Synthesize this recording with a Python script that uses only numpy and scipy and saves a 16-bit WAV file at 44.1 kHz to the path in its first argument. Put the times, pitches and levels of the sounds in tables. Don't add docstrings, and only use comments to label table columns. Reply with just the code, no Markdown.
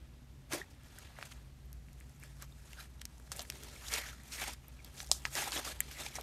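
import sys
import numpy as np
from scipy import signal
from scipy.fft import rfft, irfft, next_fast_len
from scipy.io import wavfile
from scipy.ndimage import uniform_filter1d, map_coordinates

SR = 44100
rng = np.random.default_rng(int(sys.argv[2]) if len(sys.argv) > 2 else 0)


def magnitude_from_level(level_db):
    exponent = np.asarray(level_db, float) / 20
    return 10 ** exponent


def unload_wav(signal):
    wavfile.write(
        sys.argv[1],
        SR,
        np.round(np.clip(np.atleast_2d(signal).T, -1, 1) * 32767).astype(np.int16),
    )


N = 274302
SLOPE_DB = 20


def unit(x):
    return x / np.sqrt(np.mean(x ** 2) + 1e-20)


def along(points, hz):
    f, v = np.transpose(points)
    return np.interp(np.log(hz + 1), np.log(f + 1), v)


def curves(rows):
    s, *cols = np.transpose(rows)
    return [np.interp(np.arange(N) / SR, s, c) for c in cols]


def wobble(rate):
    knots = rng.standard_normal(int(N * 200 / SR) + 4)
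    return map_coordinates(knots, [np.arange(N) * min(rate, 200) / SR])


def filtered(x, response):
    m = next_fast_len(N + SR // 2)
    spectrum = rfft(x, m) * response(np.fft.rfftfreq(m, 1 / SR))
    return irfft(spectrum, m)[..., :N]


def bursts(peak_s, hz, cycles, gain, size):
    turns = hz[:, None] * np.arange(size) / SR
    swell = turns / cycles * np.exp(1 - turns / cycles)
    rings = gain[:, None] * np.sin(2 * np.pi * turns) * swell
    rings = rings * np.hanning(2 * size)[size:]
    start_s = np.maximum(peak_s[:, None] - cycles / hz[:, None], 0)
    at = np.round(start_s * SR).astype(int) + np.arange(size)
    return np.bincount(at.ravel(), rings.ravel(), N + SR)[:N]


def tearing():
    big_gain, middle_gain, fine_gain = squeeze()
    clumps = magnitude_from_level(1.1 * wobble(45) + 1.5 * wobble(140))
    big = swarm(286, 1290, cycles=1.07, spread_db=2.5, wash=0.42, clumps=clumps, count=3000, size=500)
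    middle = swarm(1160, 3910, cycles=1.4, spread_db=2.0, wash=0.7, clumps=clumps, count=8000, size=200)
    fine = swarm(4000, 15000, cycles=1.1, spread_db=3.2, wash=0.5, clumps=clumps, count=20000, size=80)
    return magnitude_from_level(-1.86) * big_gain * big + magnitude_from_level(-0.42) * middle_gain * middle + magnitude_from_level(-2.0) * fine_gain * fine


def squeeze():
    # start_s, pull_db, film_thinness_db
    pull = [(0, -73.5, -8), (.445, -77.5, -4), (.64, -68.5, -5), (.786, -73, -5), (.87, -69, 1),
            (1.1, -65, -7), (1.36, -67.5, 0), (1.5, -76, -2.5), (2.1, -74.5, 4.5), (2.5, -73, 5.5),
            (3.02, -73, 1), (3.49, -68, 9.5), (3.505, -58.5, 3), (3.83, -58.5, 1), (4.17, -64, -3.5),
            (4.6, -70, -1.5), (5.3, -60.5, 2), (5.77, -60.5, -2)]
    # peak_s, rise_s, fall_s, level_db, big_pockets_over_rest_db
    knead_strokes = [(0.536, 0.033, .075, -41.5, -1), (.58, 0.017, 0.056, -50.5, 0.5),
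                     (1.227, 0.082, 0.049, -59.5, 1.5), (1.322, 0.04, 0.008, -59, -14),
                     (2.235, 0.072, 0.16, -65.5, -1.5), (2.427, 0.043, 0.028, -55.5, -3.5),
                     (2.801, 0.045, 0.079, -53.5, -9), (3.397, 0.1, 0.084, -52, -4.5),
                     (3.53, 0.034, 0.23, -67, 7), (3.949, 0.062, 0.09, -39, -7.5),
                     (4.085, 0.26, 0.059, -52.5, -7.5), (4.426, 0.094, 0.06, -44, -6.5),
                     (4.483, 0.037, 0.037, -44, -1), (5.386, 0.051, 0.1, -38, -5),
                     (5.465, 0.075, 0.07, -46, -2), (5.524, 0.014, 0.086, -42, -14),
                     (5.582, 0.063, 0.04, -44, -1), (5.652, .012, 0.057, -50, -6),
                     (5.685, 0.064, 0.047, -45, -5), (5.72, 0.029, 0.02, -48.5, -3),
                     (6.016, 0.064, 0.082, -50.5, -2.5), (6.068, 0.042, 0.052, -49.5, -12),
                     (6.16, 0.031, 0.033, -48.5, -11), (6.184, .021, 0.065, -58, 7.5)]
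    # peak_s, rise_s, fall_s, level_db, middle_pockets_over_film_db
    peel_strokes = [(.705, .011, .04, -60.5, -3.5), (.99, 0.18, .25, -63.5, 1.5),
                    (1.255, .011, .04, -55, -3), (1.29, .06, .11, -64, -11), (2.71, 0.11, .15, -59, -2),
                    (2.2, .011, .3, -67.5, -8), (3.319, 0.002, 0.024, -39.5, -5),
                    (3.88, 0.077, 0.19, -47, -6), (3.939, .007, 0.046, -36.5, -3.5),
                    (4.135, 0.14, 0.02, -56.5, -3), (4.28, 0.19, 0.13, -58.5, -10),
                    (4.322, .006, 0.14, -52, -10), (4.345, 0.063, 0.16, -45, -4.5),
                    (4.538, 0.1, 0.016, -50, -2), (5.0, 0.077, 0.082, -48.5, -8.5),
                    (5.116, 0.002, 0.02, -35, -11), (5.14, 0.033, 0.087, -55, -21),
                    (5.255, .009, 0.054, -47.5, 0), (5.356, 0.047, 0.12, -39.5, -9),
                    (5.62, .11, .11, -53, -0.5), (5.811, .008, .15, -58, 0.5),
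                    (5.919, 0.091, 0.26, -53.5, -1.5), (5.065, .006, .04, -56, -12)]
    pull_db, thin_db = curves(pull)
    knead_db, big_db = np.transpose(knead_strokes)[3:]
    peel_db, middle_db = np.transpose(peel_strokes)[3:]
    big_rest_db = -63.5 + 0.68 * (pull_db + 60.5)
    film_db, peel_big_db = 0.6, -10.5
    steady = [big_rest_db, pull_db, pull_db + thin_db]
    kneads = [knead_db + big_db, knead_db, knead_db + film_db]
    peels = [peel_db + middle_db + peel_big_db, peel_db + middle_db, peel_db]
    gains = []
    for rest, knead, peel in zip(steady, kneads, peels):
        power = strokes(knead_strokes, knead, roundness=1.63) + strokes(peel_strokes, peel, roundness=1.03)
        gains.append(np.sqrt(magnitude_from_level(rest) ** 2 + power))
    return gains


def strokes(rows, level_db, roundness):
    s, rise_s, fall_s = np.transpose(rows)[:3, :, None]
    t = np.arange(0, N, 32) / SR
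    away = np.where(t < s, (s - t) / rise_s, (t - s) / fall_s)
    power = magnitude_from_level(level_db[:, None] - SLOPE_DB * away ** roundness) ** 2
    return np.interp(np.arange(N) / SR, t, power.sum(0))


def swarm(lo_hz, hi_hz, cycles, spread_db, wash, clumps, count, size):
    # frequency_hz, density_db_per_hz
    tear_colour = [(120, -47), (200, 1.5), (322, -2.5), (466, -7.5), (819, -6.0), (1070, -9.0),
                   (2010, -8.5), (2910, -10.5), (6440, -2.5), (13500, -6.5), (17000, -8)]

    def band(f):
        edges = np.sqrt((1 + (lo_hz / (f + 1)) ** 8) * (1 + (f / hi_hz) ** 8))
        return magnitude_from_level(along(tear_colour, f)) / edges

    when, pitch, chance, sign = rng.random((count, 4)).T
    gain = magnitude_from_level(-spread_db * np.log(chance + 8e-3)) * np.sign(sign - 0.5)
    grains = unit(bursts(when * N / SR, lo_hz * (hi_hz / lo_hz) ** pitch, cycles, gain, size))
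    coloured = unit(filtered(grains, lambda f: band(f) * np.sqrt(f / hi_hz)))
    finer = unit(filtered(rng.standard_normal(N), band))
    wash = np.clip(wash, 0, 1)
    return unit((np.sqrt(1 - wash) * coloured + np.sqrt(wash) * finer) * clumps)


def hollow(x):
    # start_s, centre_hz, lift_db
    hollow_path = [(.5, 310, 0), (.58, 330, 7), (.63, 1800, 1), (1.2, 1420, 0.5), (2.23, 2220, 4),
                   (2.43, 1270, 4), (2.8, 1410, 1.5), (3.52, 352, 7), (3.8, 420, 3.5), (3.9, 2750, -1.5),
                   (4.02, 2000, 5), (4.13, 1440, 4), (4.45, 2280, 1), (5.3, 2210, -3), (5.37, 800, 4.5),
                   (5.48, 825, 1.5), (5.53, 3460, -0.5), (5.72, 1600, -2)]
    hz, t, z = signal.stft(x, SR, nperseg=512)
    s, centre_hz, lift_db = np.transpose(hollow_path)
    octaves = np.log2((hz[:, None] + 1) / np.interp(t, s, centre_hz))
    lift = np.interp(t, s, lift_db) * (np.exp(-(octaves / 0.4) ** 2) - 0.25)
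    patches = uniform_filter1d(rng.standard_normal(z.shape), size=7, axis=0)
    patches = uniform_filter1d(patches, size=6, axis=1)
    return signal.istft(z * magnitude_from_level(lift + 1.53 * unit(patches)), SR, nperseg=512)[1][:N]


def pops():
    # peak_s, snap_db, snap_hz, cavity_db, cavity_hz
    large_pops = np.array([(0.5254, -29, 5530, -29, 2310), (0.5343, -22, 7000, -35, 587),
                           (0.987, -33, 8450, -46, 1850), (1.227, -36, 3020, -29.5, 1460),
                           (2.2366, -35.5, 8300, -39, 1710), (2.4236, -31, 7570, -37.5, 1670),
                           (2.7317, -37, 8460, -42, 2110), (3.0164, -33, 8200, -36, 1940),
                           (3.0542, -27.5, 5840, -38, 2270), (3.3185, -24, 5940, -35.5, 1190),
                           (3.394, -27, 4320, -38.5, 1220), (3.501, -23, 5830, -26.5, 2490),
                           (3.9384, -18, 5700, -27, 3000), (3.9627, -30, 5490, -27, 2170),
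                           (4.44, -32, 3070, -40, 2370), (5.0035, -28.5, 3850, -31, 1980),
                           (5.1154, -26, 5370, -27, 740), (5.2531, -23.5, 2870, -17, 1880),
                           (5.3535, -21, 5800, -40, 1940), (5.5208, -24.5, 4580, -35.5, 970),
                           (5.8051, -24, 8500, -30, 2200), (5.9133, -37, 7550, -36, 2190),
                           (6.0638, -40, 5700, -35, 2520), (6.1552, -30, 5700, -42, 850)])
    # peak_s, level_db, pitch_hz
    ticks = [(.8352, -48, 8600), (0.846, -51, 3410), (1.7298, -42, 6180), (1.9311, -46, 6830),
             (2.003, -40.5, 8750), (2.0953, -49, 6140), (2.9964, -50, 3620), (3.1818, -45, 7000),
             (3.1987, -45, 8420), (3.3635, -30, 8760), (3.371, -36, 9100), (3.4059, -36, 3470),
             (3.4188, -39, 3730), (3.523, -40, 4720), (3.6354, -35, 6160), (3.6447, -42.7, 5860),
             (2.733, -43, 3300), (4.2353, -41, 8940), (4.8465, -42, 4600), (4.9679, -42, 6880),
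             (5.0298, -32, 8090), (5.0451, -42, 4120), (5.0726, -39, 5500), (5.0906, -39, 7000),
             (5.2211, -43, 6570), (5.509, -32, 6000), (5.577, -25, 3380), (6.2114, -38, 3540)]
    # peak_s, level_db
    cracks = [(.5342, -30), (.9873, -38), (1.6578, -47), (1.7295, -33), (1.9311, -44), (2.0953, -49),
              (2.1995, -41), (2.2366, -37), (2.4235, -28), (2.803, -38), (3.0166, -41), (3.0541, -26),
              (3.3635, -32), (3.394, -30), (3.4188, -36), (3.4278, -30), (3.501, -22), (3.6354, -31),
              (3.9383, -32), (4.4399, -24), (4.5356, -34), (4.6829, -30.5), (4.847, -29.5), (5.1155, -39),
              (5.353, -25), (5.5771, -34), (5.8053, -10), (5.914, -33), (6.1554, -43), (6.2114, -30)]
    # peak_s, level_db, pitch_hz
    further_ticks = [
        (5.6495, -36, 5000),
        (4.9972, -40, 5500),
        (5.6905, -36, 5500),
    ]
    # peak_s, level_db, pitch_hz
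    knocks = [(1.187, -36, 1500), (1.1885, -39.5, 700), (1.2128, -36.5, 1950), (1.324, -38.5, 2410),
              (1.8855, -46, 2190), (2.0097, -42.5, 2120), (3.1997, -48.5, 1340), (3.2761, -50, 1700),
              (3.4515, -42, 1900), (3.523, -42, 1730), (3.6033, -49, 2230), (4.5472, -48, 1900),
              (5.097, -42, 650), (6.1858, -29.5, 780)]
    # peak_s, pitch_hz, level_db
    further_tones = [(1.2272, 2400, -38.5), (3.0159, 4400, -47), (3.0166, 3300, -40), (3.4, 5000, -49),
                     (5.1155, 7400, -12.5), (5.1155, 9100, -15.5), (5.1155, 11800, -32), (5.1164, 1180, -33.5),
                     (5.1156, 2450, -40), (5.8056, 3100, -34), (5.8057, 1950, -28), (5.8053, 15000, -25),
                     (5.1194, 3600, -29), (5.1156, 4180, -15), (5.1155, 5150, -10.5), (5.2533, 6700, -31),
                     (5.2533, 13000, -44), (5.8053, 7500, -18), (5.8053, 9300, -25), (.948, 12500, -52),
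                     (1.188, 8500, -51)]

    crack_s, crack_db = np.transpose(cracks)
    crack_snaps = np.column_stack([crack_s, crack_db, np.full(len(crack_s), 0.0)])[:0]
    s, snap_db, snap_hz = np.vstack([large_pops[:, :3], ticks, crack_snaps, further_ticks]).T
    snap = bursts(s, snap_hz, 0.75, magnitude_from_level(snap_db), size=200)
    other_hz = np.where(snap_hz < 6500, 1.55, 1.3) * snap_hz
    second = bursts(s, other_hz, 1.2, magnitude_from_level(snap_db - 2.5), size=200)

    s, cavity_db, cavity_hz = np.vstack([large_pops[:, [0, 3, 4]], knocks]).T
    cavity = bursts(s + 0.0002, cavity_hz, 0.62, magnitude_from_level(cavity_db - 2.5), size=500)
    crack = bursts(crack_s, np.full(len(crack_s), 12300.0), 1.6, magnitude_from_level(crack_db - 6.5), size=100)
    s, twin_hz, twin_db = np.transpose(further_tones)
    twin = bursts(s, twin_hz, 1.545, magnitude_from_level(twin_db), size=200)
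    return snap + second + cavity + crack + twin


def bubbles():
    # peak_s, pitch_hz, peak_db
    closed_pockets = [(.537, 330, -35), (.538, 1080, -37), (.551, 550, -39), (0.6168, 1850, -33.5),
                      (2.2293, 2350, -47), (2.733, 2050, -47.5), (2.801, 1540, -45), (2.802, 3960, -44),
                      (3.763, 2240, -45), (4.329, 2500, -44), (3.944, 5700, -33), (4.132, 1420, -45.5),
                      (4.39, 1900, -40), (4.419, 800, -39.5), (4.438, 2210, -39), (5.355, 5370, -36),
                      (5.355, 1980, -36.5), (5.377, 3170, -36), (5.387, 760, -37), (5.391, 2690, -38),
                      (5.403, 4300, -38), (5.428, 840, -36), (5.433, 2040, -33.5), (5.477, 840, -36),
                      (5.529, 3100, -39), (5.575, 3240, -36), (5.676, 3620, -39), (5.711, 1460, -46),
                      (6.027, 3640, -43), (6.065, 2500, -40), (6.066, 840, -41.5), (6.156, 5800, -34),
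                      (6.128, 2250, -48), (5.591, 360, -38), (2.524, 3700, -53), (2.732, 2750, -47),
                      (4.428, 700, -42), (4.793, 2400, -51), (4.803, 2250, -51), (5.032, 800, -47)]
    s, hz, db = np.transpose(closed_pockets)
    return bursts(s, hz, 0.072 * np.sqrt(hz[:, None]), magnitude_from_level(db - 1.5), size=800)


def splutters():
    # peak_s, rise_s, fall_s, level_db, centre_hz
    emptying = [(3.0162, .006, 0.0065, -48, 5000), (3.0545, 0.0018, 0.0036, -46, 7000),
                (3.3235, .006, .012, -44, 6000), (3.3642, .001, .003, -45, 9500),
                (3.3685, .002, .002, -45, 11000), (3.371, .002, .003, -43, 10500),
                (3.386, .001, .003, -46, 9000), (3.397, .003, .004, -42, 4500),
                (3.406, .002, .003, -46, 5000), (3.4195, .004, 0.0083, -44.5, 8000),
                (5.1105, .001, .001, -47, 10000), (5.1133, .001, .002, -41, 9000),
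                (5.12, .004, 0.032, -35.5, 6230), (5.2735, .0015, .0015, -45, 12000),
                (1.257, .006, .006, -52, 7500), (1.321, .012, .004, -54, 4500),
                (1.336, .002, .003, -56, 9500), (3.885, .012, .01, -41, 5460),
                (4.017, .002, .005, -47, 6000), (4.321, .002, .04, -45, 5000),
                (4.416, .004, .006, -45, 7000), (4.481, .008, .012, -42, 6500),
                (4.498, .006, .004, -49, 5500), (4.535, .004, .004, -47, 7000),
                (5.521, .003, 0.0042, -42, 5500), (5.53, .004, .005, -42, 4000),
                (5.553, .002, .002, -36, 7000), (5.592, .004, .004, -42, 8500),
                (6.064, .008, 0.012, -43, 5000), (6.163, .008, .014, -44, 5800),
                (5.913, .004, .003, -49, 3000), (6.2115, .002, .003, -46, 6000),
                (5.003, 0.0028, 0.0035, -46, 3000), (4.848, .003, .008, -53, 5000),
                (5.145, .03, 0.072, -47, 6200), (.545, .012, .03, -44, 5500), (5.39, .01, .02, -43, 8000),
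                (5.428, .008, .01, -44, 9000), (4.983, .02, 0.017, -51.5, 3500),
                (5.0645, .002, .003, -52, 9000)]
    return escapes(emptying, octaves=0.91, size=4096)


def wheezes():
    # peak_s, rise_s, fall_s, level_db, centre_hz
    folds = [(.542, .015, .05, -41, 330), (.55, 0.017, 0.011, -46, 540), (6.064, .006, .015, -47, 2400),
             (1.196, .006, .012, -55, 2200), (3.6, .1, 0.22, -64, 400), (3.68, .05, .1, -60.5, 4270),
             (3.865, .01, 0.033, -50, 3400), (3.905, .01, .012, -52, 2000), (4.005, .015, .01, -46, 2000),
             (4.022, .012, .02, -48, 2100), (4.06, .01, .05, -53, 1600), (4.07, .02, .03, -54, 5700),
             (4.388, 0.011, .06, -46, 2050), (4.436, .02, .008, -46, 2800), (4.488, .012, .012, -46.5, 900),
             (5.258, .004, .007, -41, 5800), (5.267, .004, .008, -49, 1000), (5.424, 0.012, .016, -44, 800),
             (5.478, 0.02, .004, -43, 850), (5.572, 0.035, .014, -39.5, 3400),
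             (5.594, .005, 0.006, -45, 650), (5.97, .04, .03, -53.5, 2080), (6.025, .03, .006, -51, 3600),
             (6.165, 0.025, 0.012, -49, 1950), (6.188, .004, .008, -46, 1300), (5.39, .02, .02, -42, 2600),
             (5.808, .002, .006, -55, 7500), (.605, .01, .015, -54, 397), (.984, 0.0056, .006, -51, 1610),
             (1.168, .008, .015, -57, 1910), (2.427, .03, .03, -59, 1300), (2.797, .04, .03, -53.5, 1490),
             (3.398, 0.011, .015, -49.5, 700), (3.953, .01, .02, -43, 2900), (3.976, .008, .01, -45, 900),
             (4.443, 0.008, .01, -48, 900), (5.355, .005, .01, -46.5, 600), (5.405, .01, .012, -44, 1500),
             (5.61, 0.011, .015, -53, 380), (5.677, 0.006, .02, -46, 1300)]
    return escapes(folds, octaves=0.24, size=16384)


def escapes(rows, octaves, size):
    s, rise_s, fall_s, db, hz = np.transpose(rows)[:, :, None]
    noise = rng.standard_normal((len(rows), 2, size))
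    rough = noise[:, 0] * magnitude_from_level(3 * noise[:, 1])
    away_octaves = np.log2((np.fft.rfftfreq(size, 1 / SR) + 1) / hz)
    jets = irfft(rfft(rough) * np.exp(-(away_octaves / octaves) ** 2), size)
    t = (np.arange(size) - size // 2) / SR
    away = np.where(t < 0, -t / rise_s, t / fall_s)
    jets = jets / jets.std(1, keepdims=True) * magnitude_from_level(db - SLOPE_DB * away ** 1.16)
    at = np.round(s * SR).astype(int) + np.arange(size)
    return np.bincount(at.ravel(), jets.ravel(), N + 2 * size)[size // 2:][:N]


def room(x):
    # frequency_hz, t60_s
    walls = [(200, 0.049), (2000, 0.1), (6000, 0.036), (14000, 0.019)]
    hz, t, z = signal.stft(rng.standard_normal(SR // 3), SR, nperseg=256)
    decay = magnitude_from_level(-60 * t / along(walls, hz)[:, None])
    tail = signal.istft(z * decay, SR, nperseg=256)[1]
    return signal.fftconvolve(np.pad(x, (50, 0)), tail / np.linalg.norm(tail))[:N]


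def fan():
    # centre_hz, width_hz, level_db
    resonances = [
        (59.47, 13.5, -63),
        (125.6, 18, -66.5),
        (244.3, 17, -74),
    ]
    # start_s, hum_db, blade_db
    swell = [(0.0, -56, -68), (0.6, -65, -61.5), (0.66, -62.5, -71), (1.7, -55, -60), (1.75, -47.5, -61.5),
             (1.97, -61, -61), (2.46, -54.5, -57), (2.61, -61.5, -62.5), (3.2, -52, -70),
             (3.38, -51, -61.5), (3.45, -58, -75), (3.53, -49, -58), (3.64, -56.5, -68.5),
             (5.3, -53.5, -61.5), (5.4, -69, -58), (5.51, -52, -65.5), (6.17, -58, -62), (6.22, -55, -71.5)]
    hum_db, blade_db = curves(swell)

    def narrow(hz, width):
        return unit(filtered(rng.standard_normal(N), lambda f: 1 / (1 + (2 * (f - hz) / width) ** 2)))

    def tone(hz, wander):
        return np.sin(2 * np.pi * hz * np.arange(N) / SR + wander)

    air = sum(magnitude_from_level(db) * narrow(hz, width) for hz, width, db in resonances)
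    blades = magnitude_from_level(blade_db + 2.5) * tone(137.5, 0.87 * wobble(2.97))
    hum = magnitude_from_level(hum_db + 2.0 + 1.5 * wobble(7)) * tone(59.7, 1.1 * wobble(5))
    return air + blades + hum


def hiss():
    # frequency_hz, density_db_per_hz
    floor_colour = [(12, -45), (20, -20.0), (44, -2.5), (70, -0.5), (142, -10.5), (187, -11), (239, -13.5),
                    (485, -25.5), (604, -26.5), (815, -30), (2850, -33), (3180, -34.0), (17000, -42.0)]
    return magnitude_from_level(-58.5) * unit(filtered(rng.standard_normal(N), lambda f: magnitude_from_level(along(floor_colour, f))))


def scene():
    slime = hollow(tearing()) + pops() + bubbles()
    heard = slime + magnitude_from_level(-16.5) * room(slime) + fan() + hiss()
    return (heard + splutters() + wheezes())[None]


def top_cut(x):
    return signal.sosfilt(signal.butter(12, 16650, fs=SR, output="sos"), x)


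def record(dry):
    full_band_s = [
        1.7295,
        3.0541,
        3.501,
        4.6829,
        4.847,
        5.1155,
        5.8052,
    ]
    hz, t, z = signal.stft(dry, SR, nperseg=1024)
    f = hz[:, None]
    edge_hz = 16100 + 1100 * rng.standard_normal(len(t) // 4 + 1).repeat(4)[:len(t)]
    edge_hz = np.clip(edge_hz, 14300, 15800)
    patches = rng.random((len(hz) // 4 + 1, len(t) // 3 + 1)).repeat(4, 0).repeat(3, 1)
    holes = patches[:len(hz), :len(t)] < 0.15
    trace = np.where((f > edge_hz) | holes, magnitude_from_level(-36), magnitude_from_level(-12))
    is_open = np.abs(t[:, None] - full_band_s).min(1) < 0.012
    trace[:, is_open] = magnitude_from_level(-14) * (f < 16500)
    port = magnitude_from_level(-4.5 * np.exp(-((f - 10490) / 320) ** 2))
    kept = signal.istft(z * port * np.where(f < 13950, 1, trace), SR, nperseg=1024)[1][:, :N]
    return top_cut(kept)


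dry = scene()
out = record(dry)
unload_wav(out)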